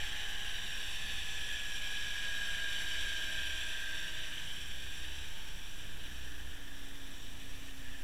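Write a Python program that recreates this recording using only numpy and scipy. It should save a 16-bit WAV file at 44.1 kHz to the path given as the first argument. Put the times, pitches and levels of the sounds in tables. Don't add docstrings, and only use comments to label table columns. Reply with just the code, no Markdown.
import sys
import numpy as np
from scipy import signal
from scipy.fft import rfft, irfft
from scipy.io import wavfile
from scipy.ndimage import uniform_filter1d, map_coordinates

SR = 44100
rng = np.random.default_rng(int(sys.argv[2]) if len(sys.argv) > 2 else 0)


def put_to_file(sound):
    columns = np.atleast_2d(sound).T
    safe = np.clip(columns, -1, 1)
    whole_steps = np.round(safe * 32767)
    wavfile.write(sys.argv[1], SR, whole_steps.astype(np.int16))


def ratio(d):
    e = np.asarray(d, float) / 20
    return 10 ** e


N = 354123

# time_s, rate_hz
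SHAFT = [(0.0, 61.32), (0.25, 59.72), (0.75, 58.7), (1.25, 56.93), (1.625, 56.18), (1.875, 55.15),
         (2.05, 55.22), (2.625, 54.21), (2.95, 53.45), (3.15, 53.5), (3.55, 52.82), (4.0, 52.31),
         (4.7, 50.65), (5.0, 50.32), (5.75, 48.92), (6.125, 48.08), (6.875, 46.02), (8.03, 44.35)]


def curve(table):
    s, *columns = np.transpose(table)
    return [np.interp(np.arange(N) / SR, s, c) for c in columns]


def level(x, db):
    return x * ratio(db) / np.sqrt(np.mean(x ** 2))


def ring(x, hz, width):
    return signal.lfilter(*signal.iirpeak(hz, hz / width, SR), x)


def walk(rate):
    k = int(SR / rate)
    held = np.repeat(rng.standard_normal(N // k + 1), k)
    w = uniform_filter1d(uniform_filter1d(held, k), k)[:N]
    return w / w.std()


def colour(points):
    hz, db = np.transpose(points)
    bins = np.maximum(np.fft.rfftfreq(N, 1 / SR), hz[0])
    gain = ratio(np.interp(np.log(bins), np.log(hz), db))
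    return irfft(rfft(rng.standard_normal(N)) * gain, N)


def order(k, db, wobble=.2, fade_db=1.2):
    turns = np.cumsum(curve(SHAFT)[0]) / SR
    start = rng.uniform(0, 2 * np.pi)
    size = np.sqrt(2) * ratio(db + fade_db * walk(6))
    return size * np.sin(2 * np.pi * k * turns + start + wobble * walk(25))


def nearness():
    # time_s, level_db
    propeller = [(0.0, -43.5), (.35, -45), (.7, -44.5), (1.1, -43), (1.55, -43.5), (2.2, -43), (2.5, -43.0),
                 (3.0, -42), (3.5, -43.5), (4.3, -46), (4.65, -48.5), (5.1, -49), (5.6, -52), (6.1, -53.1),
                 (6.7, -56), (7.1, -55), (7.55, -54.5), (8.03, -55.5)]
    near_db = -42
    return curve(propeller)[0] - near_db


def waves_db():
    # centre_s, half_length_s, gain_db
    waves = [(.25, 0.22, 2.5), (1.15, 0.42, -3), (1.515, .08, 2), (1.801, 0.13, -3), (2.547, 0.18, 2.5),
             (3.894, 0.19, 2.5), (4.698, 0.26, -1.5), (5.697, .2, -0.5), (6.552, 0.48, 3),
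             (7.349, .35, -2.5), (7.95, 0.21, 4.5)]
    t = np.arange(N) / SR
    return sum(db * np.exp(-((t - s) / half) ** 2) for s, half, db in waves)


def mirror(x):
    n = np.arange(N)
    nearest_s, come_s, go_s = 2.85, 2.95, 1.75
    surface_lag_s, surface_gain = .001315, .27
    bank_abeam_s, bank_go_s, bank_lag_s, bank_gain = 4.0, 1.3, .001375, .15
    handover_s, handover_length_s = 4.6, 1
    away = n / SR - nearest_s
    lag = surface_lag_s / np.sqrt(1 + (away / np.where(away < 0, come_s, go_s)) ** 2)
    bank_lag = bank_lag_s / np.sqrt(1 + ((n / SR - bank_abeam_s) / bank_go_s) ** 2)
    bank = np.clip((n / SR - handover_s) / handover_length_s + .5, 0, 1)
    dull = uniform_filter1d(x, size=3)
    surface_echo = map_coordinates(dull, [n - lag * SR], order=3)
    bank_echo = map_coordinates(dull, [n - bank_lag * SR], order=3)
    return x + surface_gain * (1 - 0.77 * bank) * surface_echo + bank_gain * bank * bank_echo


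def cavitation():
    # centre_hz, width_hz, level_db
    housing = [
        [(1658, 200, 1), (1795, 154, 0.5), (2093, 290, -10)],
        [(2462, 341, -2), (2817, 163, -4), (2974, 198, 1), (3290, 240, -3.5), (3509, 119, 1), (3804, 238, -6),
         (4526, 187, -12), (4820, 99, -20.5), (5010, 140, -25)],
        [(5660, 390, 2.5), (6200, 480, -16.5), (6590, 350, -10), (6680, 400, -7.5), (7660, 380, -2),
         (7240, 220, -10), (8220, 290, -5)],
        [(10670, 440, 8), (11700, 410, -17), (12900, 310, 2.5), (14350, 900, -7)],
    ]
    # level_db, share
    hiss_groups = [(-48.5, 0.84), (-41.5, 0.99), (-51.5, .8), (-59.5, 0.77)]
    burst_db, crackle_db, flicker_db, patch_db = .15, .6, .5, .35
    bubbles = mirror(rng.standard_normal(N) * ratio(burst_db * walk(31) + crackle_db * walk(120)))
    out = 0
    for number, (modes, (db, share)) in enumerate(zip(housing, hiss_groups)):
        group = 0
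        for k, (hz, width, mode_db) in enumerate(modes):
            mode = ring(ring(bubbles, hz, 1.65 * width), hz, 1.65 * width)
            group = group + (-1) ** k * ratio(mode_db + patch_db * walk(2.58)) * mode
        swell_db = share * nearness() + flicker_db * walk(25)
        if number == 0:
            swell_db = swell_db + waves_db()
        out = out + level(group, db) * ratio(swell_db)
    return out


def gear():
    # order, load_db, eased_db, phase_shake_rad
    teeth = [(25, -64, -66, .2), (26, -55, -60, .2), (27, -54, -55, .2), (28, -51, -60, .2),
             (29, -56, -62, .45), (30, -63, -43.5, .32), (31, -61, -50.5, .45), (32, -66, -51, .5),
             (33, -68, -55, .2)]
    ease_s, ease_length_s = .9, .15
    wall_hz, wall_width_hz = 1647.6, 154
    load_share = .2
    eased = np.clip((np.arange(N) / SR - ease_s) / ease_length_s + .5, 0, 1)
    shaft = curve(SHAFT)[0]
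    path_db = 1.14 * nearness() + eased * waves_db()
    out = 0
    for k, load_db, ease_db, shake in teeth:
        detuning = 2 * (k * shaft - wall_hz) / wall_width_hz
        wall_db = -20 * np.log10(1 + detuning ** 2) * np.maximum(eased, load_share)
        tooth_db = load_db + (ease_db - load_db) * eased
        out = out + order(k, tooth_db + wall_db + path_db, wobble=shake, fade_db=1.5)
    return out


def heard_db(k):
    # order, start_s, end_s, level_db
    spells = [(6, 2.8, 4.3, -68), (6, 4.85, 5.1, -65), (6, 5.7, 6.6, -66), (6, 6.6, 8.03, -62.5),
              (12, 0, .6, -68), (12, 2.3, 4.3, -66.5), (14, 0, .4, -63), (14, .4, 1.35, -66),
              (14, 1.35, 2.6, -72), (18, 0, 1.7, -71), (18, 2.1, 4.0, -70), (18, 4.0, 4.5, -73),
              (18, 5.1, 5.6, -70), (13, 0, .5, -66), (19, 1.8, 2.3, -71)]
    fade_db_s, between_db = 58, -99
    t = np.arange(N) / SR
    levels = []
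    for spell_order, start, end, db in spells:
        if spell_order == k:
            outside = np.maximum(np.maximum(start - t, t - end), 0)
            levels.append(db - fade_db_s * outside)
    return np.maximum(np.max(levels, axis=0), between_db)


def motor():
    # order, order_followed, relative_db
    weak_orders = [(10, 12, -12), (13, 14, -12), (19, 12, -10)]
    firing = sum(order(k, heard_db(k) - .4, wobble=.33, fade_db=1.5) for k in (6, 12, 13, 14, 18, 19))
    return firing + sum(order(k, heard_db(lead) + db) for k, lead, db in weak_orders)


def water():
    # frequency_hz, density_db (per Hz)
    turbulence = [(3, -0.5), (8, -3), (16, -7), (27, -26.5), (50, -17.5), (80, -18), (150, -25), (300, -30),
                  (600, -40), (1400, -39), (2500, -59)]
    flow = level(colour(turbulence), -51) * ratio(walk(3.09))
    wash = ring(rng.standard_normal(N), 870, 2400)
    wash = level(ring(wash, 760, 2160), -4.0) * ratio(-54 + 1.52 * nearness())
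    return flow + wash + line() + surges()


def supply():
    frame_hz, frame_s, frame_db = 30, .0155, -38
    key_hz, key_s, key_db = 2, .018, -44
    poll_hz, poll_s, poll_db = 19.62, .0347, -52
    t = np.arange(N) / SR
    since = (t - frame_s) % (1 / frame_hz)
    frame = (1 - np.exp(-since / .0025)) * np.exp(-since / .008)
    since = (t - key_s) % (1 / key_hz)
    key = np.where(since < .036, .6 + 12 * since, -1.5 * np.exp(-(since - .036) / .045))
    key = uniform_filter1d(uniform_filter1d(key, size=330), size=330) * ratio(1.2 * walk(2))
    turn = 2 * np.pi * poll_hz * (t - poll_s)
    poll = np.sqrt(2) * (np.cos(turn) - .33 * np.cos(2 * turn)) * ratio(1.1 * walk(2))
    leak = ratio(frame_db + walk(20)) * frame + ratio(key_db) * key + ratio(poll_db) * poll
    leak = uniform_filter1d(leak, size=90)
    return leak - leak.mean()


def line():
    # centre_s, half_length_s, pitch_hz, level_db
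    thrum = [(0.054, 0.099, 65, -46.5), (.43, .12, 68.3, -56), (.9, 0.2, 65.1, -55), (1.12, .1, 65.2, -49),
             (1.377, .1, 66, -52), (1.6, 0.091, 62.5, -56), (2.08, 0.12, 66, -54), (2.599, 0.17, 67, -61),
             (2.98, 0.11, 68.4, -49.5), (3.25, 0.094, 68, -55), (3.502, 0.15, 63.4, -48),
             (3.88, .08, 66.8, -58), (4.299, 0.36, 65.1, -69), (4.65, 0.089, 65.9, -53),
             (4.866, 0.12, 63.7, -52), (5.147, 0.17, 69.4, -46), (5.701, 0.24, 61, -61),
             (6.2, 0.18, 60.7, -48), (6.476, 0.13, 62.1, -52), (7.0, .12, 63, -65), (7.551, 0.17, 64, -65),
             (7.97, 0.11, 64.8, -57)]
    edge_db, slack_db = 8.5, -80.5
    t = np.arange(N) / SR
    s, _, hz, _ = np.transpose(thrum)
    swells = sum(ratio(db - edge_db * ((t - at) / half) ** 2) for at, half, _, db in thrum)
    size = (ratio(slack_db) + swells) * ratio(-3.5 + 0.7 * walk(8))
    phase = 2 * np.pi * np.cumsum(np.interp(t, s, hz)) / SR
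    return np.sqrt(2) * size * np.sin(phase + 1.2 * walk(10))


def surges():
    # centre_s, half_length_s, pitch_hz, level_db
    gulps = [(0.662, .08, 150, -59), (1.05, 0.073, 150, -61), (1.796, 0.071, 151, -63),
             (2.1, .05, 120, -59), (2.817, .06, 165, -63), (4.048, 0.16, 160, -65.5), (4.4, 0.11, 131, -62),
             (5.52, .08, 144, -59), (5.917, 0.11, 155, -59), (6.097, .05, 190, -60)]
    t = np.arange(N) / SR
    noise = rng.standard_normal(N)
    out = 0
    for s, half, hz, db in gulps:
        gulp = level(ring(ring(noise, hz, 84), hz, 84), db)
        out = out + gulp * np.exp(-((t - s) / half) ** 2)
    return out


def tackle():
    # start_s, low_ring_db, high_ring_db
    snaps = [(6.8862, -50, -44), (6.9541, -38.5, -49), (7.2815, -56, -49), (7.3349, -56, -50)]
    # start_s, length_s, pitch_hz, level_db
    squeak_event = (7.155, .075, 6770, -65)
    low, high = np.zeros((2, N))
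    rise = np.arange(500) / 70
    shape = rise * np.exp(1 - rise)
    for s, low_db, high_db in snaps:
        burst = rng.standard_normal(500) * shape
        low[int((s - .001) * SR):][:500] += ratio(low_db) * burst
        high[int(s * SR):][:250] += ratio(high_db) * burst[::2]
    s, length, hz, db = squeak_event
    since = np.arange(N) / SR - s
    swell = np.sin(np.pi * np.clip(since / length, 0, 1)) ** .5
    squeak = ratio(db) * swell * np.sin(2 * np.pi * hz * since + .8 * walk(80))
    low_ring = 1.1 * ring(ring(low, 3200, 1300), 3200, 1300)
    return low_ring + ring(high, 5800, 900) + ring(high, 7700, 1200) + squeak


def scene():
    return (cavitation() + gear() + motor() + water() + tackle())[None]


def low_pass(x):
    return signal.sosfilt(signal.butter(12, 15700, fs=SR, output="sos"), x)


def record(dry):
    hiss = colour([(100, 6.5), (1000, 1.5), (5000, -7.0), (10000, -8.0), (15000, -8.5), (22000, -28)])
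    offset = .0146
    return low_pass(dry + level(hiss, -58.5) + supply() + offset)


dry = scene()
out = record(dry)
put_to_file(out)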